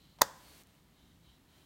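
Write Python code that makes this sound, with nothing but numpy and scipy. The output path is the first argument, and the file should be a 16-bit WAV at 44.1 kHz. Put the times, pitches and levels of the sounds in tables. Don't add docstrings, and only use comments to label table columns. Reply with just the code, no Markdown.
import sys
import numpy as np
from scipy import signal
from scipy.fft import rfft, irfft
from scipy.io import wavfile

SR = 44100
rng = np.random.default_rng(int(sys.argv[2]) if len(sys.argv) > 2 else 0)


def file_out(sig):
    cols = np.atleast_2d(sig).T
    lim = np.clip(cols, -1, 1)
    pcm = np.round(lim * 32767).astype(np.int16)
    wavfile.write(sys.argv[1], SR, pcm)


N = 72765
T = np.arange(N) / SR

# (frequency [Hz], level [dB], t60 [s])
CATCH_MODES = [(2600, -21, .012), (3620, -22, .0105), (4050, -24, .008), (4710, -15.5, .0098),
               (5510, -20.5, .012), (6420, -14.5, .0062), (7030, -24.5, .012), (8580, -29, .0105),
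               (10131, -31, .0059), (12070, -28, .0066), (13120, -24.5, .011), (13900, -20.5, .0075),
               (14600, -26, .007), (15400, -26, .0078)]
# (time [s], level [dB])
CATCH_STRIKES = [(0.2107, -35), (0.2125, -40), (0.21514, -17), (0.21566, -11), (0.21713, -21),
                 (0.21799, -10), (0.21847, 4), (0.21944, -8), (0.22044, -17), (0.22153, -22)]
def catch(crack_db=-27, crack_t60_s=.005, highpass_hz=3000):
    strikes = impulses(CATCH_STRIKES)
    grit = convolve(strikes, decay(crack_t60_s)) * rng.standard_normal(N)
    crack = from_db(crack_db) * filtered(grit, highpass_hz, "high")
    ring = convolve(strikes, ringing(CATCH_MODES))
    return filtered(ring, highpass_hz, "high", order=4) + crack


# (frequency [Hz], level [dB], t60 [s])
FRAME_MODES = [(52, -56, .08), (160, -46, .04), (320, -24, .02), (568, -14, .0145), (900, -12, .023),
               (970, -14, .027), (990, -49, .52), (1046, -47.5, .52), (1255, -31, .024), (1518, -26, .015),
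               (1865, -18.5, .022)]
# (time [s], level [dB])
FRAME_KNOCKS = [(0.21075, -20), (0.2118, -23), (0.2158, -12), (0.21695, -11), (0.2187, -1.5),
                (0.22016, -11)]
def frame(lowpass_hz=2000):
    ring = convolve(impulses(FRAME_KNOCKS), ringing(FRAME_MODES))
    return filtered(ring, lowpass_hz, "low", order=6)


# (frequency [Hz], relative density [dB])
SCRAPE_SPECTRUM = [(200, -16), (500, -5), (780, 2), (1300, -11), (2500, -18), (4300, -13), (6000, -23),
                   (15000, -36)]
def scrape(start_s=.187, level_db=-52.5, t60_s=.07):
    return from_db(level_db) * decay(t60_s, start_s) * noise(SCRAPE_SPECTRUM)


# (delay [s], gain [dB])
WALL_ECHOES = [(.0089, -26), (.0128, -24), (.0184, -29)]
def echoes(source, lowpass_hz=6000):
    return convolve(source, filtered(impulses(WALL_ECHOES), lowpass_hz, "low"))


# (frequency [Hz], relative density [dB])
TAIL_SPECTRUM = [(60, -10), (170, -9), (360, -12), (580, -2), (760, -6), (900, -1), (1030, 0), (1180, -8),
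                 (1850, -7), (2250, -22), (3000, -21), (3500, -14), (4100, -19), (4700, -14), (6400, -15),
                 (8000, -19), (10500, -26), (13500, -23), (15800, -27)]
# (frequency [Hz], t60 [s])
TAIL_T60 = [(100, .4), (500, .45), (1000, .57), (2500, .52), (6000, .52), (15000, .42)]
def room_tail(start_s=.2235, level_db=-43.5, scatter_re_tail_db=5, scatter_t60_s=.07):
    diffuse = rfft(noise(TAIL_SPECTRUM))
    hz = np.arange(len(diffuse)) * SR / N
    edges_hz = np.geomspace(30, 17000, 13)
    scatter = from_db(scatter_re_tail_db) * decay(scatter_t60_s, start_s)
    tail = np.zeros(N)
    for low, high in zip(edges_hz, edges_hz[1:]):
        band = irfft(diffuse * (hz >= low) * (hz < high), N)
        t60_s = at_hz(TAIL_T60, np.sqrt(low * high))
        tail += band * (decay(t60_s, start_s) + scatter)
    return from_db(level_db) * tail


# (frequency [Hz], relative density [dB])
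HISS_SPECTRUM = [(100, 0), (300, 6), (700, 3), (1500, 0), (3000, 1), (4400, 1), (5200, -3), (9000, -3.5),
                 (15500, -6)]
def hiss(start_s=.23, rise_s=.25, release_s=.62, fall_s=.011, level_db=-60.3):
    rise = np.clip((T - start_s) / rise_s, 0, 1)
    fall = np.clip(1 - (T - release_s) / fall_s, 0, 1)
    return from_db(level_db) * rise * fall * noise(HISS_SPECTRUM)


# (time [s], level [dB])
TICK_EVENTS = [(.531, -51), (.549, -50), (.579, -46), (.6355, -44.5), (.6715, -49), (.7515, -54)]
def ticks(t60_s=.0012, highpass_hz=1800):
    envelope = convolve(impulses(TICK_EVENTS), decay(t60_s))
    return filtered(envelope * rng.standard_normal(N), highpass_hz, "high")


# (start [s], length [s], upper resonance [Hz], upper level [dB], lower level [dB], broad level [dB])
RUSTLE_EVENTS = [(-.04, .22, 4100, -71, -76, -77), (.42, .14, 4350, -69, -80, -80),
                 (.62, .2, 4000, -80, -80, -72), (.93, .24, 3800, -75, -76, -80),
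                 (1.22, .17, 3900, -71.5, -73, -79), (1.47, .28, 3900, -75, -75, -69.5)]
# (frequency [Hz], relative density [dB])
RUSTLE_SPECTRUM = [(300, -4), (1000, 0), (3000, -3), (6000, -9), (15000, -12)]
def rustles(lower_hz=3080, width_hz=280, rise_share=.4):
    lower = resonant_noise(lower_hz, width_hz)
    broad = noise(RUSTLE_SPECTRUM)
    out = np.zeros(N)
    for start_s, length_s, upper_hz, upper_db, lower_db, broad_db in RUSTLE_EVENTS:
        corners_s = [start_s, start_s + rise_share * length_s, start_s + length_s]
        swell = np.sqrt(np.interp(T, corners_s, [0, 1, 0]))
        upper = resonant_noise(upper_hz, width_hz)
        out += swell * (from_db(upper_db) * upper + from_db(lower_db) * lower + from_db(broad_db) * broad)
    return out


# (frequency [Hz], relative density [dB])
RUMBLE_SPECTRUM = [(12, -28), (25, -15), (42, -5), (64, -1), (85, -5), (118, -8), (154, 0), (210, -9),
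                   (280, -9), (360, -13), (480, -20), (1000, -21), (1500, -25), (2000, -24), (2500, -27),
                   (3100, -25), (4100, -26), (4900, -30), (8000, -32), (10500, -34), (13000, -33),
                   (15800, -34)]
def room_rumble(level_db=-64.3):
    return from_db(level_db) * noise(RUMBLE_SPECTRUM)


def from_db(db):
    return 10 ** (np.asarray(db) / 20)


def unit_rms(x):
    return x / np.sqrt(np.mean(x ** 2) + 1e-20)


def at_hz(points, hz):
    table_hz, values = np.transpose(points)
    return np.interp(np.log(np.maximum(hz, 1)), np.log(table_hz), values)


def filtered(x, hz, kind, order=2):
    return signal.sosfilt(signal.butter(order, hz, kind, fs=SR, output="sos"), x + 1e-18)


def noise(spectrum):
    gain = from_db(at_hz(spectrum, np.arange(N // 2 + 1) * SR / N))
    return unit_rms(irfft(rfft(rng.standard_normal(N)) * gain, N))


def resonant_noise(hz, width_hz):
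    radius = np.exp(-np.pi * width_hz / SR)
    feedback = [1, -2 * radius * np.cos(2 * np.pi * hz / SR), radius ** 2]
    return unit_rms(signal.lfilter([1, 0, -1], feedback, rng.standard_normal(N)))


def decay(t60_s, start_s=0):
    return (T >= start_s) * np.exp(-np.log(1000) * np.maximum(T - start_s, 0) / t60_s)


def impulses(events):
    times_s, levels_db = np.transpose(events)
    lag = np.arange(N) - times_s[:, None] * SR
    return from_db(levels_db) @ (np.sinc(lag) * np.sinc(lag / 8) * (np.abs(lag) < 8))


def convolve(x, response):
    return signal.fftconvolve(x, response)[:N]


def ringing(modes):
    return sum(from_db(db) * decay(t60_s) * np.cos(2 * np.pi * hz * T) for hz, db, t60_s in modes)


def scene():
    snap = catch() + frame()
    mix = snap + scrape() + echoes(snap) + room_tail() + hiss() + ticks() + rustles() + room_rumble()
    return mix[None]


def record(dry, ceiling=.74, cutoff_hz=16000):
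    limited = dry / (1 + (dry / ceiling) ** 8) ** (1 / 8)
    return signal.sosfilt(signal.ellip(10, .2, 80, cutoff_hz, fs=SR, output="sos"), limited)


dry = scene()
out = record(dry)
file_out(out)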